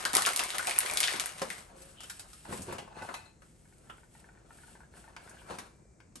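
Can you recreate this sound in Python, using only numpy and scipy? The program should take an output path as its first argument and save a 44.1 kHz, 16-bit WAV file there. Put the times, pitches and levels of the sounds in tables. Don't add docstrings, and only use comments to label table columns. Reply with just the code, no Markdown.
import sys
import numpy as np
from scipy import signal
from scipy.fft import rfft, irfft, next_fast_len
from scipy.io import wavfile
from scipy.ndimage import uniform_filter1d

SR = 44100
rng = np.random.default_rng(int(sys.argv[2]) if len(sys.argv) > 2 else 0)


def waveform_to_disk(signal):
    frames = np.transpose(np.atleast_2d(signal))
    scaled = np.clip(frames, -1, 1) * 32767
    samples = np.round(scaled).astype(np.int16)
    wavfile.write(sys.argv[1], SR, samples)


N = 273420

# (f/Hz, level/dB)
AIR_SPECTRUM = [(15, -44.5), (36, 2), (92, -2.5), (166, -2.5), (254, -9.5), (324, -11), (583, -18),
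                (1000, -26.5), (1790, -29.5), (2280, -29.5), (2900, -44), (8030, -26), (12000, -48.5),
                (15600, -80)]
# (f/Hz, level/dB)
HUM_TONES = [(59, -72), (177.6, -91.5), (231.5, -85), (333.8, -79)]
# (f/Hz, t60/s)
ROOM_DECAY = [(200, 0.43), (1400, 0.35), (4000, 0.4), (10000, 0.27)]

# (t/s, length/s, level/dB)
BRUSH_STROKES = [(1.52, 0.024, -52), (1.784, 0.13, -58.5), (2.037, 0.14, -55.5), (2.29, 0.27, -58.5),
                 (2.53, 0.013, -44), (3.01, 0.18, -61.5), (3.445, 0.58, -68.5), (4.142, 0.027, -60),
                 (4.528, 0.2, -61), (4.974, 0.018, -59), (5.24, 0.025, -62), (5.379, 0.25, -64)]
# (f/Hz, level/dB)
PATTER_SPECTRUM = [(800, -12.5), (2000, -5), (4000, -6), (6700, -8), (8000, 1), (9300, -1), (11000, -2.5),
                   (14000, -4.5)]
# (t/s, length/s, f/Hz, level/dB)
DRY_SQUEAKS = [(1.978, 0.08, 3060, -55), (5.394, 0.012, 2960, -60)]
# (t/s, length/s, scrape level/dB, rumble level/dB)
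DRAG_STROKES = [(1.666, 0.2, -64, -59), (1.957, 0.33, -66, -68), (2.505, 0.027, -50.5, -43.5),
                (2.572, 0.019, -55, -46), (2.693, 0.044, -48.5, -43), (2.977, 0.068, -53, -51.5),
                (3.06, 0.055, -54.5, -55.5), (3.804, 0.13, -74, -59.5), (4.195, 0.65, -70.5, -65),
                (4.942, 0.19, -66.5, -61.5), (5.185, 0.31, -63, -58.5), (5.504, 0.03, -51, -45.5),
                (5.8, 0.091, -87, -65.5)]
# (f/Hz, level/dB)
RUMBLE_SPECTRUM = [(35, -32), (60, -11), (151, -6), (194, -5.5), (283, -12.5), (355, -5), (700, -12.5),
                   (910, -35.5), (1540, -120)]
# (f/Hz, level/dB)
SCRAPE_SPECTRUM = [(260, -50), (450, -29), (533, -6), (774, -6), (862, -5.5), (1650, -8), (1860, -13.5),
                   (2150, -12.5), (5380, -21.5), (8000, -22), (10400, -19), (17600, -120)]
# (f/Hz, width/Hz, level/dB)
DRAG_MODES = [(370, 55, 0), (830, 510, -19)]
# (t/s, level/dB)
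TICK_HITS = [(3.655, -62), (3.7252, -59), (3.8725, -58), (3.9822, -55), (4.0332, -54.5), (4.151, -52),
             (4.243, -52), (4.289, -51.5), (4.3514, -62), (4.374, -56), (4.507, -47), (4.5865, -54),
             (4.6351, -51), (4.681, -52.5), (4.7529, -50.5), (4.805, -49.5), (4.834, -54), (4.939, -52),
             (4.9702, -53), (5.0416, -50.5), (5.0787, -50), (5.276, -48), (5.3131, -48.5), (5.37, -51),
             (5.4184, -50)]
# (f/Hz, width/Hz, level/dB)
TICK_MODES = [(896, 220, 12), (1504, 170, 14), (1724, 90, 9), (2140, 110, 5)]
# (f/Hz, width/Hz, level/dB)
VESSEL_MODES = [(186, 21, -8), (402, 40, -8.5), (535, 28, 0.5), (1038, 66, -10)]
# (t/s, length/s, level/dB)
RUB_STROKES = [(2.926, .01, -53), (2.974, 0.036, -53), (3.012, 0.018, -47.5)]
# (t/s, level/dB)
CLINK_HITS = [(2.783, -40.5), (3.087, -43), (3.139, -30)]
# (f/Hz, width/Hz, level/dB)
WARE_MODES = [(876, 22, 3.5), (1140, 17, -8), (1502, 26, 0.5), (1766, 16, -4), (2013, 15, 2), (2510, 16, 0),
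              (2624, 11, 3.5), (3752, 15, -7), (4100, 22, -0.5), (4260, 12, -8)]
# (t/s, level/dB)
LID_HITS = [(5.164, -35), (6.002, -49)]
# (f/Hz, width/Hz, level/dB)
SHELL_MODES = [(1020, 190, -1.5), (1530, 220, 2.5), (2180, 200, 0), (4580, 350, -12)]
# (f/Hz, level/dB)
RIM_MODES = [(2347, 0), (4694, -13)]
# (t/s, level/dB, low-pass corner f/Hz)
BUMP_HITS = [(2.493, -26.5, 230), (2.514, -41, 200), (2.531, -33, 330), (2.594, -28.5, 170),
             (2.609, -34.5, 130), (2.686, -34, 900), (2.702, -33.5, 550), (2.726, -29.5, 900),
             (2.744, -34, 302), (2.784, -39, 505), (3.016, -34, 247), (5.506, -30.5, 1200),
             (5.524, -31.5, 1000)]
# (f/Hz, width/Hz, level/dB)
BUMP_PEAKS = [(106.4, 19, -7.5), (197, 16, 1), (272, 43, -4), (358, 19, 4.5), (532, 35, 4.5),
              (946, 89, 8.5), (1360, 42, -8)]
# (t/s, level/dB, body f/Hz, thud over body/dB, hardness/dB)
KNOCK_HITS = [(0.054, -24, 1530, -17.5, -40), (0.136, -21.5, 800, -6, -0.5), (0.18, -21.5, 1280, -20, -8),
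              (0.267, -17.5, 1350, -16.5, -2), (0.395, -26, 1050, -11, -0.5),
              (0.592, -26.5, 1610, -12.5, -20), (0.674, -25.5, 710, -24, -10), (0.78, -26, 1050, -26, -2),
              (1.04, -21.5, 3420, -44, 4), (1.138, -28.5, 1500, 4, -6.5), (1.417, -23, 530, -4.5, -6.5),
              (1.818, -41.5, 1400, -3, 19), (2.004, -37.5, 1370, -21, 6), (2.033, -37, 1400, 2, 8),
              (2.097, -29.5, 1600, -34, 8.5), (2.194, -32.5, 760, -24, 12), (2.33, -40, 1360, -2, 13),
              (2.451, -39.5, 920, -15, -11), (2.524, -27.5, 1020, 8, -15), (2.619, -31.5, 544, 36, 60),
              (2.724, -33.5, 795, -14, 2), (2.782, -32.5, 820, -7, -6), (2.785, -39.5, 2930, -8, -14),
              (2.876, -42.5, 720, -16, -26), (3.021, -38.5, 1010, -14, -6), (3.088, -30.5, 1150, -13, -23),
              (3.14, -30, 893, -27, -2), (3.419, -48, 1350, -8, -5), (3.896, -38, 1330, -24, -27),
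              (3.898, -43.5, 3050, -27, -7), (5.294, -42, 1520, 13, 60), (5.506, -36, 875, -8, -14),
              (5.548, -41, 870, -16, -9), (5.585, -31.5, 954, -7, -0.5), (6.1548, -36, 1120, 11, 12)]

# (t/s, level/dB)
POUR_CURVE = [(0.0, -36), (0.11, -50.5), (0.2, -34), (0.322, -45), (0.52, -40.5), (0.998, -37),
              (1.108, -37.5), (1.24, -44), (1.33, -48.5), (1.444, -47.5), (1.594, -47.5), (1.7, -71)]
# (t/s, level/dB)
BAG_SHAKES = [(0.061, -35.5), (0.15, -31.5), (0.262, -34.5), (0.391, -37), (0.548, -36), (0.673, -39.5),
              (0.85, -43.5), (1.416, -46), (1.2, -38), (1.51, -44)]
# (f/Hz, level/dB)
CRINKLE_SPECTRUM = [(88, -60.5), (150, -15), (464, -4.5), (558, 1), (886, 0), (972, 5.5), (4780, -6),
                    (6910, -6.5), (8960, -0.5), (10200, -15), (11200, -1.5), (12500, -11.5), (16200, -55),
                    (22000, -120)]
# (f/Hz, level/dB)
FLEX_SPECTRUM = [(90, -13), (190, -7.5), (280, -12), (370, 0), (550, -3.5), (800, -0.5), (1500, -27.5)]
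# (t/s, level/dB, panel f/Hz, brightness/dB: a tilt from crack to fizz)
CREASE_SNAPS = [(0.0511, -8.5, 1480, -7), (0.1316, -9, 810, 2), (0.1505, 1.5, 2020, 0.5),
                (0.161, -13.5, 990, 10), (0.167, 0.5, 1320, -1.5), (0.2202, -6.5, 1870, 0),
                (0.25, -18.5, 3100, -12), (0.261, -3.5, 2350, -2.5), (0.2737, -18, 1000, 10),
                (0.3327, -12, 2230, 3.5), (0.361, -4, 1120, 1), (0.374, -7.5, 2830, 6),
                (0.392, -10, 2640, -7.5), (0.436, -8, 2260, 6.5), (0.5025, -20, 3100, -4.5),
                (0.582, -9, 1920, 0), (0.651, -22.5, 2140, 8), (0.6701, -9.5, 2490, -3),
                (0.6941, -11.5, 2140, -1), (0.7092, -13, 2250, -3), (0.761, -18, 2460, 1),
                (0.7873, 10.5, 1060, 27), (0.804, -10.5, 2240, -0.5), (0.8602, -17, 2350, -5.5),
                (0.8978, -18, 2150, -2.5), (0.9359, -8.5, 2250, 8), (0.9714, -3.5, 2430, -3.5),
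                (1.003, -3, 2170, -1.5), (1.0096, -11, 2130, 4), (1.0296, -11.5, 3560, -10.5),
                (1.0364, -11.5, 3600, -12), (1.074, -15.5, 4300, -9), (1.0802, -21, 2080, -13),
                (1.135, -19.5, 2080, -4), (1.1969, -6.5, 2460, -1), (1.258, -8.5, 1680, 8),
                (1.5013, -19, 2040, -3)]

# (f/Hz, side level/dB)
STEREO_WIDTH = [(40, -15), (130, -13), (280, -6), (550, -1.5), (1400, 0), (2800, -6), (6500, -4.5),
                (8400, -14), (12000, -51)]
# (f/Hz, left over right level/dB)
STEREO_BALANCE = [(100, 1), (500, 2), (1200, 1.5), (4500, 3.5), (6500, 3.5), (8000, 0)]
# (f/Hz, left lead/rad)
PORT_LEAD = [(200, 0), (2000, .3), (3400, 1.1), (4400, .6), (5600, .8), (6700, .1), (7700, 1), (8600, 0),
             (9400, -1.5), (10250, -3.1), (11000, -4.5), (11900, -6.1), (12600, -6.4), (13700, -9.4),
             (15500, -12.6)]
# (f/Hz, level/dB)
PORT_RESPONSE = [(9000, 1), (10300, 6.5), (11200, 3), (12200, -19.5), (13200, -36.5), (15000, -49.5)]


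def amp(db):
    return 10 ** (np.asarray(db) / 20)


def unit(x):
    return x / np.sqrt(np.mean(x ** 2) + 1e-20)


def along(points, hz):
    freqs, values = np.transpose(points)
    return np.interp(np.log(hz + 1), np.log(freqs + 1), values)


def add(track, s, x):
    part = track[:, max(round(s * SR), 0):][:, :x.shape[-1]]
    part += x[..., :part.shape[1]]


def filtered(x, response):
    size = next_fast_len(x.shape[-1] + SR // 4)
    return irfft(rfft(x, size) * response(np.fft.rfftfreq(size, 1 / SR)), size)[..., :x.shape[-1]]


def coloured(x, spectrum, size=2048):
    gain = amp(along(spectrum, np.fft.rfftfreq(size, 1 / SR)))
    cepstrum = irfft(np.log(gain + 1e-6))
    cepstrum[1:size // 2] *= 2
    cepstrum[size // 2 + 1:] = 0
    impulse = irfft(np.exp(rfft(cepstrum)))
    return signal.fftconvolve(x, impulse[None], axes=1)[:, :x.shape[1]]


def resonant(x, modes):
    return filtered(x, lambda f: sum(amp(db) * 1j * f * width / (hz * hz - f * f + 1j * f * width)
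                                     for hz, width, db in modes))


def evened(x):
    spectrum = rfft(x)
    return irfft(spectrum / np.sqrt(np.mean(abs(spectrum) ** 2, axis=0) + 1e-20))


def clumped(x, depth_db):
    frames = signal.stft(x, nperseg=256)[2]
    patches = uniform_filter1d(rng.standard_normal(frames.shape[1:]), size=6, axis=0)
    patches = uniform_filter1d(patches, size=6, axis=1)
    return signal.istft(frames * amp(depth_db * unit(patches)), nperseg=256)[1][:, :N]


def burst(rise_s, t60, spread):
    t = np.arange(SR // 8) / SR
    envelope = amp(-60 * t / t60) * (1 - np.exp(-(t / rise_s) ** 2))
    mid, side = rng.standard_normal((2, len(t))) * envelope
    return np.array([mid + spread * side, mid - spread * side])


def grains(per_s, scatter_db, spread):
    size = amp(scatter_db * np.minimum(rng.exponential(size=N), 3))
    mid, side = rng.standard_normal((2, N)) * size * (rng.random(N) < per_s / SR)
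    return unit(np.array([mid + spread * side, mid - spread * side]))


def swell(start_s, hold_s, db, rise=302, fall=105):
    t = np.arange(N) / SR - start_s
    return amp(db + rise * np.minimum(t, 0) - fall * np.maximum(t - hold_s, 0))


def in_kitchen(x, near_db, room_db, near_t60=0.09, counter_db=-12, counter_s=0.0055):
    hz, t, frames = signal.stft(rng.standard_normal((2, SR // 2)), SR, nperseg=256)
    decay = amp(-60 * t / along(ROOM_DECAY, hz)[:, None])
    tail = signal.istft(frames * decay, SR, nperseg=256)[1]
    t = np.arange(tail.shape[1]) / SR
    near = rng.standard_normal(tail.shape) * amp(-60 * t / near_t60)
    echo = amp(near_db) * unit(near) + amp(room_db) * unit(tail)
    echo *= np.minimum(t / counter_s, 1) / np.sqrt(len(t))
    echo[:, 0] += 1
    echo[:, round(counter_s * SR)] += amp(counter_db)
    return signal.fftconvolve(x, echo, axes=1)[:, :N]


def room_tone():
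    t = np.arange(N) / SR
    hum = sum(amp(db) * np.sqrt(2) * np.sin(2 * np.pi * (hz * t + rng.random())) for hz, db in HUM_TONES)
    air = coloured(rng.standard_normal((2, N)), AIR_SPECTRUM, size=8192)
    return hum + amp(-59) * unit(air)


def patter():
    contacts = coloured(grains(per_s=3000, scatter_db=6.5, spread=0.82), PATTER_SPECTRUM)
    return unit(in_kitchen(contacts, near_db=6, room_db=1.5))


def brushing():
    strokes = np.max([swell(s, length, db, fall=103) for s, length, db in BRUSH_STROKES], axis=0)
    return amp(3) * strokes * patter()


def squeaks(width_hz=750):
    out = np.zeros((2, N))
    for s, length, hz, db in DRY_SQUEAKS:
        mode = [(hz, width_hz, 0)]
        chatter = grains(per_s=1900, scatter_db=2.5, spread=1.0)
        out += swell(s, length, db, rise=970, fall=820) * unit(resonant(resonant(chatter, mode), mode))
    return out


def sliding():
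    grit, weight = np.zeros((2, N))
    for s, length, scrape_db, rumble_db in DRAG_STROKES:
        grit = np.maximum(grit, swell(s, length, scrape_db))
        weight = np.maximum(weight, swell(s, length, rumble_db))
    rumble = coloured(grains(per_s=300, scatter_db=2.5, spread=0.69), RUMBLE_SPECTRUM)
    rasp = coloured(grains(per_s=900, scatter_db=2.0, spread=0.52), SCRAPE_SPECTRUM)
    rasp = clumped(rasp, depth_db=2.5)
    scrape = in_kitchen(rasp + resonant(rasp, DRAG_MODES), near_db=8.5, room_db=-2)
    return amp(-3.5) * weight * unit(rumble) + amp(3) * grit * unit(scrape)


def ticking(detune=0.045, scatter_db=2):
    out = np.zeros((2, N))
    push = signal.unit_impulse((1, SR // 8))
    for s, db in TICK_HITS:
        modes = [(hz * (1 + detune * rng.standard_normal()), width,
                  level + scatter_db * rng.standard_normal()) for hz, width, level in TICK_MODES]
        tick = unit(resonant(resonant(push, modes), modes))
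        add(out, s, amp(db - 19) * in_kitchen(tick, near_db=-1.5, room_db=-4))
    return out


def vessel_drone():
    friction = rng.standard_normal((2, N))
    drone = unit(resonant(resonant(friction, VESSEL_MODES), VESSEL_MODES))
    return swell(start_s=1.74, hold_s=0.1, db=-62) * drone


def vessel_bonk(at_s=1.418):
    out = np.zeros((2, N))
    ring = unit(resonant(signal.unit_impulse((1, SR // 8)), VESSEL_MODES))
    add(out, at_s, amp(-44.5) * in_kitchen(ring, near_db=-0.5, room_db=-17))
    return out


def rubbing(grip_damping_hz=25):
    strokes = sum(swell(s, length, db, rise=700, fall=290) for s, length, db in RUB_STROKES)
    slips = grains(per_s=500, scatter_db=2.5, spread=0.57)
    slips = clumped(coloured(slips, [(900, 1.5), (2500, -14), (5000, -15)]), depth_db=3.5)
    held_modes = [(hz, width + grip_damping_hz, db) for hz, width, db in WARE_MODES]
    return strokes * unit(resonant(slips, held_modes))


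def clinks():
    out = np.zeros((2, N))
    for s, db in CLINK_HITS:
        contact = evened(burst(rise_s=0.0028, t60=0.03, spread=0.98))
        ring = unit(resonant(np.pad(contact, ((0, 0), (0, SR // 2))), WARE_MODES))
        add(out, s, amp(db - 28.5) * in_kitchen(ring, near_db=-12, room_db=-5.5))
    return out


def lid(lift_s=5.385, rim_t60=1.5, beat_hz=5):
    out, t = np.zeros((2, N)), np.arange(SR) / SR
    for s, db in LID_HITS:
        contact = evened(burst(rise_s=0.00085, t60=0.022, spread=0.5))
        clack = unit(resonant(contact, SHELL_MODES))
        add(out, s, amp(db - 21) * in_kitchen(clack, near_db=-3.5, room_db=-3))
    envelope = amp(-66 - 60 * t / rim_t60) * (1 - np.exp(-t / 0.0086))
    for hz, db in RIM_MODES:
        twin = 0.27 * np.sin(2 * np.pi * ((hz + beat_hz) * t + rng.random()))
        add(out, lift_s, amp(db) * envelope * (np.sin(2 * np.pi * hz * t) + twin))
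    return out


def bumps():
    out = np.zeros((2, N))
    boom = resonant(signal.unit_impulse((1, SR // 4)), BUMP_PEAKS)
    for s, db, corner_hz in BUMP_HITS:
        blow = unit(filtered(boom, lambda f: 1 / (1 + 1j * f / corner_hz) ** 3))
        add(out, s, amp(db - 28.5) * in_kitchen(blow, near_db=1.5, room_db=-3.5))
    return out


def knocks():
    out = np.zeros((2, N))
    for s, db, hz, thud, hard in KNOCK_HITS:
        weight = [(60, thud - 16), (220, thud)]
        body = [(hz / 1.4, -9), (hz, 0), (hz * 1.22, -8)]
        clack = [(3300, -13.5 + 0.64 * hard)]
        tick = [(6500, hard - 15), (9000, hard - 13), (14000, hard - 16)]
        contact = burst(rise_s=0.0013, t60=0.037, spread=0.97)
        blow = unit(coloured(contact, weight + body + clack + tick))
        add(out, s, amp(db - 19.5) * in_kitchen(blow, near_db=0, room_db=-3.5))
    return out


def flow():
    return amp(np.interp(np.arange(N) / SR, *np.transpose(POUR_CURVE), right=-np.inf))


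def pouring():
    return amp(-7) * flow() * patter()


def crumpling():
    jolts = sum(swell(s, hold_s=0.008, db=db, rise=2996.5, fall=178) for s, db in BAG_SHAKES)
    effort = np.hypot(amp(-1) * flow(), amp(-0.5) * jolts)
    bending = np.hypot(amp(-15) * flow(), amp(-9.5) * jolts)
    crackle = coloured(grains(per_s=650, scatter_db=4.5, spread=0.76), CRINKLE_SPECTRUM)
    crackle = clumped(crackle, depth_db=1.8)
    walls = coloured(grains(per_s=240, scatter_db=6.5, spread=1.0), FLEX_SPECTRUM)
    return effort * unit(in_kitchen(crackle, near_db=2, room_db=-3.5)) + bending * unit(walls)


def snaps(panel_width=0.16):
    out = np.zeros((2, N))
    for s, db, hz, bright in CREASE_SNAPS:
        panel_db = -23 - 0.81 * db - 0.61 * bright
        crack_db, fizz_db = -14.5 - bright / 2, -11 + bright / 2
        crease = [(700, -36), (1600, panel_db - 4), (4200, crack_db), (6500, (crack_db + fizz_db) / 2 - 4),
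                  (9000, fizz_db), (12000, fizz_db), (15000, fizz_db + 3 + 0.24 * bright)]
        stretch = amp(-0.22 * bright)
        buckle = evened(burst(rise_s=0.0006 * stretch, t60=0.0056 * stretch, spread=0.73))
        click = unit(coloured(buckle, crease))
        push = burst(rise_s=0.0013, t60=0.01, spread=0.24)
        flap = unit(resonant(push, [(hz, panel_width * hz, 0)]))
        wet_db = -4 - 0.12 * max(bright, 0) - 0.2 * db
        add(out, s + 0.00065, amp(db - 29) * in_kitchen(click, near_db=wet_db, room_db=wet_db))
        add(out, s + 0.0006, amp(db + panel_db - 26.5) * in_kitchen(flap, near_db=-4.5, room_db=0))
    return out


def from_left(x, lead_s=0.00036, knee_hz=1410):
    def lag_right(hz):
        cycles = np.minimum(hz * lead_s * (1 + (hz / knee_hz) ** 2 / 2), 1)
        return np.exp(-2j * np.pi * np.array([[0], [1]]) * cycles)
    return filtered(x, lag_right)


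def scene():
    bag = from_left(snaps() + crumpling() + pouring())
    handling = knocks() + bumps() + vessel_bonk() + vessel_drone() + sliding() + rubbing()
    details = squeaks() + ticking() + clinks() + lid() + brushing()
    return bag + handling + details + room_tone()


def record(dry, low_cut_hz=28, top_hz=16300):
    sign = np.array([[1], [-1]])
    mid = (dry[0] + dry[1]) / 2
    side = filtered((dry[0] - dry[1]) / 2, lambda hz: amp(along(STEREO_WIDTH, hz)))

    def ports(hz):
        gain = amp(along(PORT_RESPONSE, hz) + sign * along(STEREO_BALANCE, hz) / 2)
        phase = np.exp(sign * 1j * along(PORT_LEAD, hz) / 2)
        band = (hz < top_hz) * hz ** 2 / np.hypot(hz ** 2, low_cut_hz ** 2)
        return gain * phase * band
    return filtered(mid + sign * side, ports)


dry = scene()
out = record(dry)
waveform_to_disk(out)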